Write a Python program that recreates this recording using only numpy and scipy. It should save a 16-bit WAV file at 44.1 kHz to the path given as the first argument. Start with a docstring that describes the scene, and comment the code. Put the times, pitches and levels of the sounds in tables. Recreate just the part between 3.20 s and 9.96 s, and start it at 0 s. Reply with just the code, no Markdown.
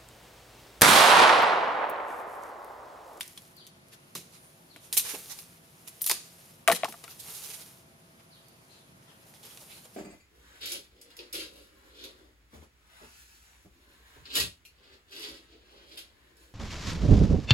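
"""A green bamboo pole is bent and broken by hand: fibres snap in volleys and tear, palms slide on its skin.
The broken piece is thrown onto a pile of hollow poles, where it knocks, bounces and scatters dry leaves.
Snaps and rubbing are a crackle of tiny breaks; each knock is a click that rings an air column and a wall.
In the forest around, far birds whistle, mostly in down-slurs, a cricket trills once and insects hiss
near 10 kHz, with a low rumble and a faint hum under it all."""
import sys
import numpy as np
from scipy import signal
from scipy.fft import rfft, irfft, next_fast_len
from scipy.io import wavfile
from scipy.ndimage import uniform_filter1d, map_coordinates

SR = 44100
rng = np.random.default_rng(int(sys.argv[2]) if len(sys.argv) > 2 else 0)


def master_out(mix):
    """Clip the mix to full scale and print it as 16-bit PCM to the path in sys.argv[1]."""
    frames = np.transpose(np.atleast_2d(mix))
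    ceiling = np.clip(frames, -1, 1)
    pcm = np.round(ceiling * 32767).astype(np.int16)
    wavfile.write(sys.argv[1], SR, pcm)


N = 298116


def amp(db):
    return 10 ** (np.asarray(db) / 20)


def unit(x):
    return x / np.sqrt(np.mean(x ** 2) + 1e-20)


def along(points, hz):
    """Read a curve of (Hz, value) points on a log frequency axis."""
    f, v = np.transpose(points)
    return np.interp(np.log(hz + 1), np.log(f + 1), v)


def wobble(rate):
    """Smooth random modulation, rate knots a second."""
    return map_coordinates(rng.standard_normal(int(N * rate / SR) + 4), [np.arange(N) * rate / SR])


def filtered(x, response):
    """EQ x with a gain given as a function of Hz."""
    size = next_fast_len(x.shape[-1] + 8192)
    return irfft(rfft(x, size) * response(np.fft.rfftfreq(size, 1 / SR)), size)[..., :x.shape[-1]]


def low_cut(x, low_hz):
    """Cut the deep bass below low_hz with a steep slope."""
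    return filtered(x, lambda hz: 1 / np.sqrt(1 + (low_hz / (hz + 1)) ** 6))


def add(bus, start, sound, pan_db=0):
    """Lay a sound into the stereo bus at start seconds; positive pan is left."""
    part = bus[:, max(round(start * SR), 0):][:, :sound.shape[-1]]
    part += (sound * amp([[pan_db / 2], [-pan_db / 2]]))[:, :part.shape[1]]


def crackle(n, alike, spiky_db):
    """Stereo noise made of tiny breaks of uneven size, partly shared by both sides."""
    a, b = rng.standard_normal((2, n)) * amp(spiky_db * rng.standard_normal(n // 24 + 1).repeat(24)[:n])
    turn = np.arccos(np.clip(alike, 0, 1)) / 2
    mid, side = np.cos(turn) * a, np.sin(turn) * b
    return np.array([mid + side, mid - side])


# Tone of breaking fibre: f/Hz, level/dB
FIBRE_EQ = [(180, -15.5), (300, -17.5), (449, -4), (587, -14.5), (907, -6), (1000, -8.5), (1290, -6.5),
            (1720, -7.5), (2610, -2.5), (6670, -4), (8020, -3.5), (11400, -2), (15200, -13), (16500, -30.5)]

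def fibre(tilt_db, body_db=0, bumpy_db=0):
    """One fibre's EQ: a tilt per octave about 6 kHz, the pole's body under 2 kHz, random resonances."""
    bumps_db = bumpy_db * rng.standard_normal(16)

    def response(hz):
        tilt = tilt_db * np.log2((hz + 50) / 6000)
        body = body_db / (1 + (hz / 2000) ** 6)
        resonances = np.interp(hz, np.geomspace(800, 16000, 16), bumps_db)
        return amp(along(FIBRE_EQ, hz) + tilt + body + resonances)
    return response


def ticks(count):
    """Single fibres and leaf edges: one-cycle ticks, a few louder than the rest."""
    when, pitch, size, side = rng.random((count, 4)).T
    t = np.arange(32) / SR
    hz = 4500 * 3 ** pitch[:, None]
    rings = amp(-4 * np.log(size + .005))[:, None] * np.sin(2 * np.pi * hz * t) * np.exp(-t * hz)
    where = (when * (N - 32)).astype(int)[:, None] + np.arange(32)
    return unit(np.array([np.bincount(where.ravel(), (rings * gain[:, None]).ravel(), N)
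                          for gain in (0.23 + side, 1.3 - side)]))


# Fader ride of the tearing, sliding and rustling: t/s, level/dB
RUB_RIDE = [(0, -51.5), (.52, -70.5), (1.13, -62), (1.5, -64), (1.75, -59.5), (1.9, -38), (2.02, -47.5),
            (2.18, -52), (2.4, -64), (2.86, -56), (3.3, -58.5), (3.5, -69), (3.67, -54.5), (3.96, -55),
            (4.06, -46), (4.3, -44.5), (4.56, -58), (4.7, -67.5), (5.87, -67), (6.42, -54), (6.76, -62)]

def rubbing():
    """Tearing and sliding: crackle that crossfades from dull to bright with effort, ticks on top."""
    db = np.interp(np.arange(N) / SR, *np.transpose(RUB_RIDE))
    dull, bright = (unit(filtered(crackle(N, alike=.7, spiky_db=2), fibre(tilt))) for tilt in (-4, 4))
    tilt_db = 2.45 + 0.096 * (db + 55)
    blend = np.clip(.5 + tilt_db / 8, 0, 1)
    hiss = np.sqrt(1 - blend) * dull + np.sqrt(blend) * bright
    level = amp(db + wobble(40) + .5 * wobble(12))
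    return level * (hiss + amp(-11) * ticks(count=4000))


# Tone of the forest bed: f/Hz, level/dB
FOREST_EQ = [(15, -63), (25, -19), (154, -0.5), (192, -4), (226, -5.5), (445, -12.5), (524, -15),
             (584, -10.5), (634, -9.5), (706, -11.5), (1390, -14), (4480, -22), (10400, -28), (15200, -101),
             (16500, -66)]
# Its stereo image: f/Hz, left-right correlation
FOREST_IMAGE = [(60, 0.9), (180, 1), (550, 0.16), (1650, -0.66), (4970, -0.054), (15000, -1.4)]

def forest():
    """Patchy far noise with a rumble, near mono in the bass."""
    spectrum = signal.stft(rng.standard_normal((2, N)), nperseg=512)[2]
    patches = uniform_filter1d(uniform_filter1d(rng.standard_normal(spectrum.shape[1:]), 6, 0), 14, 1)
    noise = signal.istft(spectrum * amp(0.97 * unit(patches)), nperseg=512)[1][:, :N]
    turn = lambda hz: np.arccos(np.clip(along(FOREST_IMAGE, hz), -1, 1)) / 2
    mid, side = filtered(noise, lambda hz: amp(along(FOREST_EQ, hz)) * [np.cos(turn(hz)), np.sin(turn(hz))])
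    return amp(-58.5) * unit(np.array([mid + side, mid - side]))


# Partials of the hum: f/Hz, level/dB
HUM_PARTIALS = [(120, -76), (166, -72.5), (360, -73), (480, -79), (540, -76), (660, -75), (786, -85)]

def hum():
    """A faint drone whose partials each drift in level and phase."""
    t = np.arange(N) / SR
    return sum(amp(db + 2 + 1.7 * wobble(1.6)) * np.sin(2 * np.pi * hz * t + 0.85 * wobble(11))
               for hz, db in HUM_PARTIALS)


# Band of the insect chorus: f/Hz, level/dB
INSECT_EQ = [(8600, -32.5), (9500, 0), (10200, 6.5), (11000, -9.5), (12000, -27)]

def insects():
    """Many far insects merge into a wavering band of hiss."""
    hiss = filtered(rng.standard_normal((2, N)), lambda hz: amp(along(INSECT_EQ, hz)))
    return amp(-73.5 + 0.67 * wobble(0.68) + 1.3 * wobble(15)) * unit(hiss + 0.82 * hiss[::-1])


# Resonances of the bamboo shell: f/Hz, width/Hz, level/dB
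SHELL_MODES = [(2170, 520, -8.5), (3900, 1800, -19.5), (1560, 690, -17.5)]

def shell(hz):
    """The shell colours a click with broad resonances of alternating polarity."""
    return sum((-1) ** k * amp(db) * 1j * hz * width / (centre ** 2 - hz ** 2 + 1j * hz * width)
               for k, (centre, width, db) in enumerate(SHELL_MODES))


# Pole-on-pole hits: t/s, click level/dB, air column level/dB, wall level/dB, wall f/Hz
POLE_HITS = [(.0075, -41, -66, -34, 1890), (.0095, -37, -66, -26.5, 3535), (.174, -60, -65, -36.5, 3280),
             (0.9524, -32, -60, -33, 1090), (.9585, -42, -67, -35, 3980), (1.5608, -33.5, -56, -49, 1510),
             (2.8988, -14.5, -56, -26.5, 986), (2.9133, -21, -56, -28, 1008), (3.4761, -6, -24, -14, 1510),
             (3.4821, -3.5, -8, -11, 1160), (3.4984, -8.5, -11.5, -17.5, 1274),
             (3.5145, -14, -31, -16, 852), (3.522, -11.5, -41, -17, 1860),
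             (3.6332, -14, -14.5, -23.5, 1240), (3.639, -55, -61, -44, 1000), (3.645, -17, -46, -23.5, 886),
             (3.65, -38, -34, -21.5, 1107), (3.681, -50, -54, -31, 950), (3.7245, -32, -49, -45, 1370),
             (3.739, -50, -44.5, -37, 1230), (3.8402, -45.5, -47.5, -52, 1310),
             (3.8786, -36.5, -53, -42, 1404)]

def knocks(air_hz=681, air_t60_s=0.064, wall_t60_s=0.04):
    """A click in the shell, then the air column and the struck wall ring; the next contact chokes them."""
    bus, t = np.zeros((2, N)), np.arange(SR // 6) / SR
    lag = np.array([[0], [.00008]])  # the pile lies to the left, so the right side hears it later
    contact = np.exp(-((t - .0008 - lag) / .00006) ** 2)  # a soft contact keeps the click dull
    click = filtered(contact, shell)
    click /= np.abs(click).max()
    age = np.maximum(t - .001 - lag, 0)
    ends = [hit[0] for hit in POLE_HITS[1:]] + [N / SR]
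    for (start, click_db, air_db, wall_db, wall_hz), end in zip(POLE_HITS, ends):
        gate = (1 - np.exp(-age / 0.0012)) * np.exp(-np.maximum(t - end + start, 0) / 0.0031)
        wander = 0.16 * np.cumsum(rng.standard_normal(len(t)))  # split wood blurs the pitch
        air = amp(air_db - 60 * age / air_t60_s) * np.sin(2 * np.pi * air_hz * age)
        wall = amp(wall_db - 60 * age / wall_t60_s) * np.sin(2 * np.pi * wall_hz * age + wander)
        add(bus, start, -amp(click_db) * click, pan_db=3)
        add(bus, start, gate * air, pan_db=2.5)
        add(bus, start, gate * wall, pan_db=5)
    return low_cut(bus, low_hz=250)


# Snaps of fibres and leaves: t/s, level/dB, tilt/(dB per octave), t60/s, pan/dB
SNAP_CUES = [(.0084, -34, -1, 0.071, -2), (0.0298, -47, 0, 0.069, -.5), (0.0774, -45, 6, .045, 0),
             (0.175, -43, -1.5, 0.058, -1.5), (.2195, -55, 4, .04, 0), (.367, -54.5, 17, .03, 5),
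             (.4663, -47, 2, 0.081, 1), (.683, -57.5, 5, .06, 0), (0.951, -34.5, 1.5, 0.2, -2.5),
             (1.562, -50.5, -4, 0.11, 0), (1.727, -26, 3.5, 0.12, -2.5), (1.734, -37, 6.5, .062, 3),
             (1.7406, -33.5, 5, 0.19, 6), (1.7688, -30, 0, 0.12, 0.5), (1.7738, -15, 6, 0.1, 2),
             (1.7953, -28, 3.5, .063, -1), (2.188, -50, -2, 0.059, -24), (2.6755, -42.5, 5.5, .073, -6),
             (2.6818, -42.5, 5, 0.081, 4), (2.8101, -46.5, -3, 0.1, 8), (2.817, -24.5, 15.5, .098, 0),
             (2.8414, -30, 4.5, .07, -3), (2.862, -22, 16, 0.033, 2), (2.8648, -27, 1, 0.063, 0),
             (2.8732, -24, 5, 0.12, 0), (2.8962, -23, 2.5, 0.18, 0.5), (2.9122, -20, 0, 0.037, -1.5),
             (3.4772, -26.5, 2.5, 0.14, 1), (3.5073, -38, -9, 0.16, 3.5), (3.5154, -25, -2.5, 0.092, 7),
             (3.5227, -27, 7, 0.067, -1), (3.548, -33, 1, 0.049, 4), (3.6439, -30.5, -5, .059, -1),
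             (3.687, -42.5, 5, .15, 0), (3.723, -44.5, 3, 0.069, 1), (3.8392, -40.5, -4, 0.051, 4.5),
             (3.878, -47.5, -8, .185, -3), (4.3012, -47.5, -3.5, 0.15, -18.5),
             (5.2834, -58.5, 7, 0.074, -11.5), (5.824, -62.5, -6, .05, -3), (6.095, -58, 9, 0.087, -6),
             (6.138, -55, -5, 0.24, -6), (6.2307, -51, -0.5, 0.22, -3.5), (6.2515, -49, 2.5, 0.28, 3),
             (6.3732, -48, -4, 0.049, -2), (6.654, -52.5, -5, .051, 0)]

def snaps(crack_boost_db=3, crack_t60_s=0.0094):
    """A broadband crack, then a tail of smaller fibres letting go ever more faintly."""
    bus, t = np.zeros((2, N)), np.arange(SR // 3) / SR
    crack_t = t[:SR // 50]
    crack_db = crack_boost_db - 60 * np.maximum(crack_t - .001, 0) / crack_t60_s
    attack = 1 - np.exp(-t / 0.00094)
    for start, db, tilt_db, t60, pan_db in SNAP_CUES:
        body_db = -3.5 + 0.26 * (db + 30)  # strong snaps shake the pole's body more
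        crack, tail = (unit(filtered(crackle(n, 0.78, spiky_db=3.5), fibre(tilt, body_db, bumpy_db=2.5)))
                       for n, tilt in ((len(crack_t), 0.84 * tilt_db), (len(t), tilt_db)))
        add(bus, start + 0.00041, amp(db + crack_db) * crack, pan_db)
        add(bus, start + .0005, amp(db - 60 * t / t60) * attack * tail, pan_db)
    return bus


# Bird whistles: t/s, length/s, start f/Hz, end f/Hz, level/dB, pan/dB
WHISTLE_CUES = [(0.354, 0.068, 4840, 2890, -61.5, 4.5), (0.39, 0.037, 4770, 4310, -62, 2),
                (1.487, 0.066, 4650, 3120, -65.5, 4), (5.106, 0.063, 4750, 2960, -64, 0),
                (5.202, 0.22, 4594, 4510, -79, -4), (5.496, 0.025, 3860, 4830, -64, 5),
                (5.528, 0.088, 4340, 3340, -72, -2), (5.868, 0.045, 3660, 2660, -69, 4),
                (5.869, .05, 1960, 1720, -76, 6), (5.888, 0.038, 2850, 2610, -81, 0),
                (6.532, .05, 4475, 3900, -66.5, 0)]

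def birds(fade_db=4):
    """Far whistles: sine glides that fade a little as they go."""
    bus = np.zeros((2, N))
    for start, length, start_hz, end_hz, db, pan_db in WHISTLE_CUES:
        progress = np.linspace(0, 1, round(length * SR))
        hz = end_hz + (start_hz - end_hz) * (1 - progress) ** 0.95
        blur = .08 * np.cumsum(rng.standard_normal(len(hz)))  # leaves blur the far tone
        envelope = amp(db - fade_db * progress) * np.sin(np.pi * progress) ** 0.11
        add(bus, start, envelope * np.sin(2 * np.pi * np.cumsum(hz) / SR + blur), pan_db)
    return bus


# Scuffs and rips: peak t/s, level/dB, half length/s, tilt/(dB per octave), pan/dB
SCUFF_CUES = [(0.737, -51, 0.018, -1, 2), (1.151, -54.5, 0.033, -0.5, -4), (1.65, -53.5, 0.033, 0.5, -4),
              (1.778, -24.5, 0.0078, 3, -13), (1.863, -37.5, 0.018, -1, -5),
              (1.907, -42, 0.026, -2.5, -14.5), (1.951, -41.5, .012, -3, -11),
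              (2.116, -39.5, 0.021, 0.5, -6.5), (2.196, -46, 0.021, 4.5, 5), (2.68, -46.5, .01, -1.5, -4),
              (3.561, -32, .013, 2, 1), (3.913, -47, 0.023, 0, 1.5), (4.004, -41, 0.011, 4, -4),
              (4.088, -47, 0.03, -1.5, -7), (4.16, -45, .025, 0.5, -10), (4.249, -44, .027, 1, -10),
              (4.344, -41.5, 0.015, 1, -6), (4.42, -48, 0.015, 0.5, -6), (5.001, -58, .012, -5, -3),
              (5.55, -60.5, .06, -3.5, 3), (5.9, -59.5, 0.034, -4.5, 4), (6.027, -63, 0.024, -5, 2),
              (6.261, -52, 0.037, -4.5, -4), (6.318, -52, 0.025, -1.5, -4), (6.412, -52, 0.013, 2, -3),
              (6.522, -49.5, 0.035, -1, -2), (6.578, -52, 0.023, -1, -2), (6.653, -52.5, 0.013, 1, -2),
              (6.75, -54.5, 0.013, 0, -1)]

def scuffs():
    """Short strokes of skin, fibre and leaves: crackle under a bell-shaped swell."""
    bus = np.zeros((2, N))
    for peak, db, half, tilt_db, pan_db in SCUFF_CUES:
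        reach = round(3 * half * SR)
        t = np.arange(-reach, reach) / SR
        colour = fibre(tilt_db, body_db=-1, bumpy_db=2.5)
        texture = unit(filtered(crackle(len(t), alike=0.14, spiky_db=1), colour))
        add(bus, peak + t[0], amp(db) * texture * np.exp(-(t / half) ** 2), pan_db)
    return bus


# Soft low hits: t/s, level/dB, f/Hz
THUD_CUES = [(.957, -40, 174), (.985, -45.5, 139), (1.565, -53, 296), (1.94, -39, 280), (1.946, -41.5, 492),
             (2.917, -45.5, 354), (3.484, -28, 400), (3.501, -22.5, 485), (3.525, -29, 165.4),
             (3.69, -42.5, 228), (6.42, -52.5, 582), (6.655, -53.5, 488)]

def thuds(t60_s=0.095):
    """The pole lands on a hand or the ground: a low push with a puff of dull noise."""
    bus, t = np.zeros((2, N)), np.arange(SR // 5) / SR
    for start, db, hz in THUD_CUES:
        puff = unit(filtered(rng.standard_normal(len(t)), lambda f: f ** 2 / (1 + (f / (1.47 * hz)) ** 4)))
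        envelope = amp(db - 60 * t / t60_s) * (1 - np.exp(-t / 0.0028))
        add(bus, start - .004, envelope * (np.sin(2 * np.pi * hz * t) + 0.92 * puff))
    return low_cut(bus, low_hz=110)


# The trill: start t/s, end t/s, f/Hz, pulse rate/Hz, level/dB
TRILL_CUE = (1.16, 1.28, 9750, 42, -64)

def cricket():
    """One short trill: a high tone, pulsed and roughened."""
    bus = np.zeros((2, N))
    start, end, hz, rate, db = TRILL_CUE
    t = np.arange(round((end - start) * SR)) / SR
    pulses = np.sin(np.pi * rate * t) ** 2
    rasp = .5 + rng.standard_normal(len(t) // 60 + 1).repeat(60)[:len(t)]
    add(bus, start, amp(db) * pulses * rasp * np.sin(2 * np.pi * hz * t))
    return bus


# Reverb decay among the trees: f/Hz, t60/s
TREE_DECAY = [(200, 0.32), (2000, 0.43), (8000, 0.44), (15000, 0.044)]

def tree_echoes(send):
    """Scattered echoes from trunks; each frequency dies at its own speed."""
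    hz, t, spectrum = signal.stft(rng.standard_normal((2, SR // 2)), SR, nperseg=256)
    decay = amp(-60 * t / along(TREE_DECAY, hz)[:, None])
    tail = signal.istft(spectrum * decay, SR, nperseg=256)[1]
    return signal.fftconvolve(send, tail / np.linalg.norm(tail[0]), axes=1)[:, :N]


def narrow_bass(x):
    """Two microphone ports close together: long waves reach both alike."""
    mid, side = (x[0] + x[1]) / 2, (x[0] - x[1]) / 2
    side = filtered(side, lambda hz: 1 / np.sqrt(1 + (700 / (hz + 1)) ** 2))
    return np.array([mid + side, mid - side])


def scene():
    """Bamboo close and fairly dry, birds and cricket deep in the reverb, over the forest bed."""
    near = low_cut(snaps() + scuffs(), low_hz=150) + thuds()
    pile = knocks()
    far = birds() + cricket()
    echoes = tree_echoes(amp(-11) * near + amp(-30) * pile + amp(8.5) * far)
    return narrow_bass(near + pile + rubbing() + .5 * far + echoes) + forest() + hum() + insects()


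def record(dry):
    """Rounds off peaks, cuts deep bass, softens a narrow band near 8 kHz and fades out the top treble."""
    rounded = dry / (1 + np.abs(dry / .95) ** 4) ** .25
    bass_cut = lambda hz: 1 / np.sqrt(1 + (55 / (hz + 1)) ** 4)
    dip = lambda hz: amp(-4 * np.exp(-((hz - 7900) / 450) ** 2))
    top_cut = lambda hz: np.clip((16700 - hz) / 1300, 0, 1) ** 2
    return filtered(rounded, lambda hz: bass_cut(hz) * dip(hz) * top_cut(hz))


dry = scene()
out = record(dry)
master_out(out)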